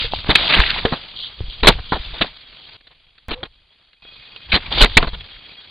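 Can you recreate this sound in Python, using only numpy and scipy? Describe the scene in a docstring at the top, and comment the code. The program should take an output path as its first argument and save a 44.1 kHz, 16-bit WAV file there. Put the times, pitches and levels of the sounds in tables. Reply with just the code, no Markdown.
"""Elephant against a camera

In a night forest, an elephant's skin drags over a small plastic camera, knocks its hollow case and
shoves it on its squeaking strap. Crickets chirp and leaves hiss behind. The cheap recorder overloads,
keeps little above 5 kHz, and its level is turned down for about a second in the middle."""
import sys
import numpy as np
from scipy import signal
from scipy.fft import rfft, irfft, next_fast_len
from scipy.io import wavfile
from scipy.ndimage import uniform_filter1d, map_coordinates

SR = 44100
rng = np.random.default_rng(int(sys.argv[2]) if len(sys.argv) > 2 else 0)


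def wrap_up_sound(samples):
    """Save the sound to the file named by the first command line argument, as 16-bit audio."""
    columns = np.atleast_2d(samples).T
    # keep every value between -1 and 1, then stretch to whole-number steps
    tamed = np.clip(columns, -1, 1)
    steps = np.round(tamed * 32767).astype(np.int16)
    wavfile.write(sys.argv[1], SR, steps)


N = 251370

# Stereo image of the noises. Each row: frequency in Hz, left-right likeness (1 is mono).
STEREO_LIKENESS = [(150, 1), (350, .996), (700, .988), (1300, .96), (2300, .8), (4500, .7)]
# Skin stroking the case. Each row: start and release in seconds, then hiss, rasp and drag in dB.
SKIN_STROKES = [(0, 0.05, -22, -32.5, -40), (0.121, 0.195, -30.5, -53.5, -43),
                (0.269, 0.343, -32, -37, -33.5), (.37, 0.481, -22, -31, -31.5),
                (0.496, 0.629, -23, -20.5, -27), (0.652, .71, -25.5, -26.5, -37.5),
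                (.735, 0.791, -26.5, -27, -36.5), (0.814, 0.971, -37, -43, -41.5),
                (1.69, 1.724, -29.5, -32.5, -33.5), (1.99, 2.12, -37.5, -45.5, -51),
                (2.14, 2.273, -39, -41, -44), (3.31, 3.415, -42, -43, -36), (4.497, 4.71, -41, -44, -47),
                (4.72, 4.778, -24, -34, -32), (4.784, 4.834, -17, -28, -26.5),
                (4.87, 4.964, -37.5, -45.5, -47), (4.985, 5.036, -36.5, -34, -32),
                (5.29, 5.362, -46, -52, -69)]
# Tone colours of the noise layers. Each row: frequency in Hz, relative level in dB.
WRINKLE_HISS_EQ = [(1500, -41.5), (2300, -10), (2900, -5), (3500, 1.5), (4200, -6), (4800, -9), (6000, -36)]
BRISTLE_RASP_EQ = [(700, -32.5), (1200, -8), (1600, -4), (2300, -2.5), (2900, -5.5), (4000, -39)]
FOLD_DRAG_EQ = [(70, -32), (130, -3), (450, -6.5), (1000, -2.5), (1500, -16), (2500, -42.5)]
SWAY_EQ = [(8, -16.5), (18, 1.5), (35, -2), (70, -7), (140, -15.5), (300, -40)]
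LEAF_EQ = [(47, -36.5), (80, -6.5), (353, -14), (434, -12.5), (967, -12.5), (1850, -11.5), (2430, -5.5),
           (2650, -7.5), (3360, -1), (4730, -8.5), (6150, -40), (10400, -120)]
KNOCK_CRACKLE_EQ = [(760, -32.5), (1300, -10.5), (1680, -6), (2230, -3.5), (2820, -3), (4090, -2),
                    (4730, -15), (6150, -39), (10400, -120)]
KNOCK_BODY_EQ = [(90, -23.5), (150, 1.5), (440, -1.5), (800, -2.5), (1400, -4.5), (2200, -13.5),
                 (3500, -40)]
BRUSH_EQ = [(2200, -39.5), (2800, -7.5), (3300, 0), (3900, -3.5), (4600, -11.5), (5500, -40)]
# Fader moves for the camera's sway and for the leaves. Each row: time in seconds, level in dB.
SWAY_FADER = [(0, -38.5), (.3, -31), (.46, -42), (.6, -31.5), (.92, -35), (1.05, -57), (1.37, -54),
              (1.42, -32), (1.58, -40.5), (1.74, -26), (1.9, -38.5), (2.25, -41.5), (2.4, -57.5),
              (2.75, -56.5), (2.8, -45.5), (3.25, -51.5), (3.38, -25), (3.66, -55.5), (4.42, -58.5),
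              (4.5, -36), (4.8, -28.5), (5.2, -33), (5.33, -57), (5.7, -61)]
LEAF_FADER = [(.1, -40.5), (.97, -37.5), (1.1, -41), (1.4, -43), (1.85, -41.5), (2.3, -45), (2.45, -47.5),
              (2.7, -44.5), (2.95, -43), (3.5, -47), (3.8, -43.5), (4.05, -48.5), (4.2, -46), (4.45, -44.5),
              (5.1, -44), (5.7, -46)]
# The far chorus. Each row: pitch in Hz, level in dB.
FAR_CRICKETS = [(3300, -55.5), (4400, -62.5)]
# Bouts of two near crickets. Each row: start, end and chirp spacing in seconds, pitch in Hz,
# level in dB, half-length of a chirp in seconds.
CRICKET_BOUTS = [(.102, 5.1, .1245, 3300, -46, .016), (5.207, 5.6, .1245, 3300, -39, .016),
                 (3.52, 3.9, .0503, 2500, -51, .01), (3.925, 4.45, .0503, 2500, -45.5, .012),
                 (5.26, 5.6, .0503, 2500, -51, .01)]
# Shoves and sharp jabs at the camera. Each row: start in seconds, level in dB, direction, pitch in Hz.
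CAMERA_SHOVES = [(0.016, -21.5, -1, 45.5), (.188, -21, -1, 45), (0.292, -9.5, 1, 39.7),
                 (.568, -13, -1, 34.9), (.593, 0, 1, 43.8), (1.439, -16, -1, 39.7), (1.483, -19, 1, 39.4),
                 (1.627, -8, -1, 41.4), (1.656, -7, -1, 30), (1.673, 1.5, 1, 85), (1.684, -2.5, 1, 28),
                 (1.753, -17.5, -1, 38), (1.799, -23, -1, 49.7), (1.943, -14.5, -1, 49.4),
                 (1.998, -19, -1, 45.6), (2.068, -26, -1, 40), (2.13, -23, 1, 40.3),
                 (2.207, -18.5, -1, 91.4), (3.284, -7, 1, 70), (3.313, -6, 1, 23.8), (3.429, -8, -1, 94.5),
                 (4.537, -7.5, 1, 60), (4.814, -1.3, -1, 40.3), (4.825, 0.5, 1, 31.4),
                 (4.935, -24, -1, 40.3), (4.968, 0.5, 1, 69), (4.984, -6.5, 1, 22), (5.02, -20, -1, 50.6),
                 (5.071, -13, -1, 39.3), (5.131, -17.5, -1, 40.4)]
CAMERA_JABS = [(.246, -10.5, 1, 1360), (0.2906, -1.3, -1, 200), (.852, 6, -1, 380), (.924, -3.5, 1, 180),
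               (1.406, -13, 1, 297), (1.409, -7.5, -1, 62), (1.922, -0.5, -1, 250)]
# Short ringing pops. Each row: start in seconds, level in dB, pitch in Hz, seconds to fade 60 dB.
RINGING_POPS = [(.045, -24, 473, 0.065), (.136, -6, 800, 0.012), (.3525, -2.5, 3746, 0.032),
                (.603, -4.5, 1660, 0.017), (.859, -19, 451, 0.14), (3.451, -33, 55.2, 0.54),
                (4.543, -6, 1494, 0.0037)]
# Knocks and jerks of skin. Each row: start in seconds, crackle and body in dB, hold in seconds.
CASE_KNOCKS = [(0.187, -31, -50, 0.0044), (0.293, -17.5, -15.5, 0.019), (0.308, -18, -22, 0.0098),
               (0.322, -39, -25.5, 0.0089), (0.354, -2.5, -21.5, 0.0042), (0.38, -20, -36, 0.013),
               (0.498, -16.5, -34, 0.012), (0.525, -16, -27, 0.027), (0.558, -26, -23.5, 0.015),
               (0.574, -17, -31, 0.0021), (0.601, -15, -25, 0.0075), (0.66, -20.5, -40, 0.0079),
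               (0.696, -19, -48, 0.0094), (0.853, -16.5, -18.5, 0.0061), (0.858, -30, -20, 0.0065),
               (0.922, -24, -17.5, 0.0056), (0.933, -27, -25, 0.008), (1.632, -18, -17, 0.0058),
               (1.644, -19, -16.5, 0.0059), (1.657, -18, -18, 0.005), (1.671, 2.5, 1.5, 0.018),
               (1.697, -21, -18.5, 0.0097), (1.785, -51.5, -35.5, 0.011), (1.921, -31, -17.5, 0.013),
               (1.93, -27, -25.5, 0.013), (1.951, -40, -27.5, 0.021), (2.211, -15, -18.5, 0.011),
               (2.22, -18, -22.5, 0.0083), (2.24, -35, -26.5, 0.0067), (2.525, -45, -53.5, 0.0058),
               (2.807, -32, -42.5, 0.0046), (2.869, -27.5, -42, 0.0073), (2.908, -39, -42.5, 0.019),
               (3.18, -30.5, -49.5, 0.0027), (3.286, -21, -19, 0.018), (3.308, -12.5, -13, 0.011),
               (3.315, -15, -19.5, 0.026), (3.431, -11.5, -11.5, 0.0043), (3.45, -28, -30, 0.014),
               (3.931, -30.5, -47.5, 0.0018), (4.05, -47, -48.5, 0.002), (4.361, -32.5, -48, 0.0016),
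               (4.518, -15.5, -41, 0.016), (4.528, -13.5, -25, 0.035), (4.551, -23.5, -24.5, 0.026),
               (4.658, -32.5, -46.5, 0.0077), (4.715, -33, -32, 0.018), (4.774, -25, -25.5, 0.0092),
               (4.808, -8, -15.5, 0.031), (4.843, -10.5, -12.5, 0.0034), (4.857, -19.5, -31, 0.0061),
               (4.97, 5, -2, 0.005), (5.026, -21, -18, 0.0031), (5.045, -27.5, -25, 0.002),
               (5.07, -30, -28, 0.011), (5.087, -34, -46, 0.005), (5.132, -35, -40, 0.02),
               (5.207, -34.5, -49.5, 0.004), (5.242, -38, -62.5, 0.0041)]
# The hollow case's ring. Each row: pitch in Hz, relative level in dB, seconds to fade 60 dB.
CASE_MODES = [(438, -4.5, 0.056), (674.5, -8, 0.065), (1059, -2, 0.043), (1660, -8.5, 0.033),
              (1880, -8.5, 0.045)]
# Bristles passing the microphone. Each row: start and release in seconds, level in dB.
BRISTLE_BRUSHES = [(1.165, 1.28, -31.5), (1.5, 1.55, -36.5), (1.9, 1.97, -33.5), (4.92, 4.96, -34)]
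# The path of the strap's squeak. Each row: time in seconds, pitch in Hz, level in dB.
STRAP_SQUEAK = [(3.335, 470, -31), (3.39, 520, -22.5), (3.402, 502, -31.5), (3.43, 530, -20)]
# The recorder's band edge and the faint leak above it. Each row: frequency in Hz, gain in dB.
RECORDER_EQ = [(4600, 1), (4850, -2), (4950, -10), (5450, -11), (5900, -47.5), (6600, -43.5), (7600, -47),
               (8800, -48), (9800, -63.5), (11200, -86), (11800, -56.5), (13000, -58), (15000, -84.5)]


def amp(db):
    """Turn dB into gain."""
    return 10 ** (np.asarray(db) / 20)


def unit_rms(x):
    """Scale to an rms of 1."""
    return x / np.sqrt(np.mean(x ** 2) + 1e-20)


def along(points, hz):
    """Read a curve of (Hz, value) points on a log frequency axis."""
    freqs, values = np.transpose(points)
    return np.interp(np.log(hz + 1), np.log(freqs + 1), values)


def curves(rows):
    """Draw a line, sample by sample, through each column after the time."""
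    times, *columns = np.transpose(rows)
    return [np.interp(np.arange(N) / SR, times, column) for column in columns]


def wobble(rate):
    """A smooth random drift with `rate` points a second."""
    return map_coordinates(rng.standard_normal(int(N * rate / SR) + 4), [np.arange(N) * rate / SR])


def filtered(x, response):
    """Equalise x with a gain given as a function of Hz."""
    size = next_fast_len(N + SR // 2)
    return irfft(rfft(x, size) * response(np.fft.rfftfreq(size, 1 / SR)), size)[..., :N]


def low_pass(x, edge_hz):
    """A steep but smooth treble cut."""
    return filtered(x, lambda hz: 1 / (1 + (hz / edge_hz) ** 40))


def grit(eq, grain_rate, spread_db, patchy_db):
    """Stereo friction of rms 1: noise in uneven grains and shifting patches of pitch, narrow in the bass."""
    def mid_side_gains(hz):
        width = np.arccos(np.clip(along(STEREO_LIKENESS, hz), -1, 1)) / 2
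        return amp(along(eq, hz)) * [np.cos(width), np.sin(width)]

    grains = rng.standard_normal((2, N)) * amp(spread_db * wobble(grain_rate))
    spectra = signal.stft(grains, nperseg=256)[2]
    patches = uniform_filter1d(rng.standard_normal(spectra.shape[1:]), size=4, axis=0)  # across pitch
    patches = unit_rms(uniform_filter1d(patches, size=8, axis=1))  # across time
    patchy = signal.istft(spectra * amp(patchy_db * patches), nperseg=256)[1][:, :N]
    mid, side = filtered(patchy, mid_side_gains)
    return unit_rms(np.array([mid + side, mid - side]))


def stroke_envelopes(rows, t60, attack_s=0.013):
    """One envelope for each level column: every stroke swells, holds and fades."""
    t, power = np.arange(0, N, 20) / SR, 0
    for start, release, *levels_db in rows:
        attack = np.clip(1 + (t - start) / attack_s, 0, 1)
        fade = amp(-60 * np.maximum(t - release, 0) / t60)
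        power = power + (amp(levels_db)[:, None] * attack * fade) ** 2
    return curves(np.transpose([t, *np.sqrt(power)]))


def damped_swings(rows):
    """Decaying sines, one for each row of start in seconds, dB, direction, Hz and dB lost a second."""
    out, t = np.zeros(N + SR), np.arange(SR // 4) / SR
    for start, db, direction, hz, loss_db_per_s in rows:
        envelope = amp(db - loss_db_per_s * t)
        out[round(start * SR):][:len(t)] += np.sign(direction) * envelope * np.sin(2 * np.pi * hz * t)
    return out[:N]


def skin_rubbing():
    """Skin slides over plastic: fine wrinkles hiss, bristles rasp, coarse folds drag."""
    hiss, rasp, drag = stroke_envelopes(SKIN_STROKES, t60=0.15)
    return (hiss * grit(WRINKLE_HISS_EQ, grain_rate=270, spread_db=2.5, patchy_db=1.5)
            + rasp * grit(BRISTLE_RASP_EQ, grain_rate=250, spread_db=4.0, patchy_db=1.5)
            + drag * grit(FOLD_DRAG_EQ, grain_rate=200, spread_db=2.0, patchy_db=3.0))


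def camera_sway():
    """The whole camera sways on its strap with a deep rumble."""
    return amp(*curves(SWAY_FADER)) * grit(SWAY_EQ, grain_rate=19, spread_db=4, patchy_db=0.6)


def leaves():
    """The undergrowth lays down a soft bed of rustle."""
    return amp(*curves(LEAF_FADER)) * grit(LEAF_EQ, grain_rate=200, spread_db=2.0, patchy_db=2.0)


def crickets(scatter_db=2.2, scatter_s=0.004):
    """Far crickets blur into wavering tones; two near ones chirp over them, each at its own pace."""
    t, out = np.arange(N) / SR, np.zeros((2, N + SR))
    mic_phase = np.array([[0.3], [-0.3]])  # left and right, in radians
    for hz, db in FAR_CRICKETS:
        shimmer = amp(db + 2.7 * wobble(27))
        out[:, :N] += shimmer * np.sin(2 * np.pi * hz * t + 0.63 * wobble(30) + mic_phase)
    chirp_t = np.arange(-SR // 20, SR // 20) / SR
    for start, end, spacing, hz, db, half_length in CRICKET_BOUTS:
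        chirp = np.exp(-(chirp_t / half_length) ** 2) * np.sin(2 * np.pi * hz * chirp_t + mic_phase)
        chance = rng.standard_normal((int(N / SR / spacing), 2))
        for beat, (late, loud) in zip(np.arange(start, end, spacing), chance):
            at = round((beat + scatter_s * late) * SR) - SR // 20
            out[:, at:][:, :len(chirp_t)] += amp(db + scatter_db * loud) * chirp
    return out[:, :N]


def shoves(loss_db_per_swing=16.5):
    """A shove rocks the camera for a swing or two: a low thud."""
    return damped_swings((start, db, way, hz, loss_db_per_swing * hz) for start, db, way, hz in CAMERA_SHOVES)


def ringing_pops():
    """Short pops ring briefly, each on one note."""
    return damped_swings((start, db, 1, hz, 60 / t60) for start, db, hz, t60 in RINGING_POPS)


def knocks(attack_s=0.001, crackle_t60=0.031, body_t60=0.041):
    """Each knock rings the hollow case and throws a burst of grit that holds, then dies."""
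    crackle_power, body_power, ring = np.zeros((3, N + SR))
    t = np.arange(SR // 5) / SR
    attack = np.minimum(t / attack_s, 1)
    for start, crackle_db, body_db, hold in CASE_KNOCKS:
        span = slice(round(start * SR), round(start * SR) + len(t))
        since_release = np.maximum(t - hold, 0)
        crackle_power[span] += (attack * amp(crackle_db - 60 * since_release / crackle_t60)) ** 2
        body_power[span] += (attack * amp(body_db - 60 * since_release / body_t60)) ** 2
        for hz, mode_db, t60 in CASE_MODES:
            ring_db = body_db - 3.0 + mode_db + 1.1 * rng.standard_normal()
            ring[span] += amp(ring_db - 60 * t / t60) * np.sin(2 * np.pi * hz * t)
    crackle = grit(KNOCK_CRACKLE_EQ, grain_rate=500, spread_db=2.5, patchy_db=3.5)
    body = grit(KNOCK_BODY_EQ, grain_rate=300, spread_db=0.46, patchy_db=1.5)
    return np.sqrt(crackle_power[:N]) * crackle + np.sqrt(body_power[:N]) * body + ring[:N]


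def jabs(loss_db_per_swing=35):
    """A jab is damped so hard that it lands as a single push."""
    return damped_swings((start, db, way, hz, loss_db_per_swing * hz) for start, db, way, hz in CAMERA_JABS)


def bristle_brushes():
    """Bristles graze the microphone with a narrow, grainy swish."""
    envelope, = stroke_envelopes(BRISTLE_BRUSHES, t60=0.063)
    return envelope * grit(BRUSH_EQ, grain_rate=300, spread_db=2.5, patchy_db=1.5)


def strap_squeak():
    """The strap squeaks once: a short tone, unsteady in pitch and level."""
    hz, db = curves(STRAP_SQUEAK)
    t = np.arange(N) / SR
    start, end = STRAP_SQUEAK[0][0], STRAP_SQUEAK[-1][0]
    gate = uniform_filter1d(1. * ((t > start) & (t < end)), size=300)
    level = amp(db + 2.1 * wobble(80))
    pitch = hz * (1 + 0.018 * wobble(110))
    return gate * level * np.sin(2 * np.pi * np.cumsum(pitch) / SR)


def level_dip(t, start_s=2.768, end_s=4.022, depth_db=-15):
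    """The recorder's level is turned down, then back up."""
    return uniform_filter1d(np.where((t > start_s) & (t < end_s), amp(depth_db), 1.), size=40)


def click(t, start_s=3.2844, db=-22, t60=0.0034):
    """One bare click: a sudden step that dies at once."""
    return (t > start_s) * amp(db - 60 * np.abs(t - start_s) / t60)


def scene():
    """The mix at the microphones: the elephant up close, the forest behind."""
    return (skin_rubbing() + camera_sway() + leaves() + crickets() + shoves() + ringing_pops()
            + knocks() + jabs() + bristle_brushes() + strap_squeak())


def record(dry, ceiling=1.02, sampling_hz=11025, knee=12):
    """The cheap recorder clips its input, dulls and faintly mirrors the treble, and saturates its output."""
    t = np.arange(N) / SR
    clipped = low_pass(np.clip(dry, -ceiling, ceiling), sampling_hz / 2)
    mirror = 2 * clipped * np.cos(2 * np.pi * sampling_hz * t)  # images from the low sampling rate
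    dulled = filtered(clipped + mirror, lambda hz: amp(along(RECORDER_EQ, hz)))
    hiss = amp(-82) * filtered(rng.standard_normal((2, N)), lambda hz: hz < sampling_hz)
    whine = amp(-92) * np.sin(2 * np.pi * sampling_hz * t)
    mix = amp(0.33) * level_dip(t) * dulled + click(t) + hiss + whine
    saturated = mix / (1 + np.abs(mix) ** knee) ** (1 / knee)  # a higher knee bites more abruptly
    return low_pass(saturated, edge_hz=17500)


dry = scene()
out = record(dry)
wrap_up_sound(out)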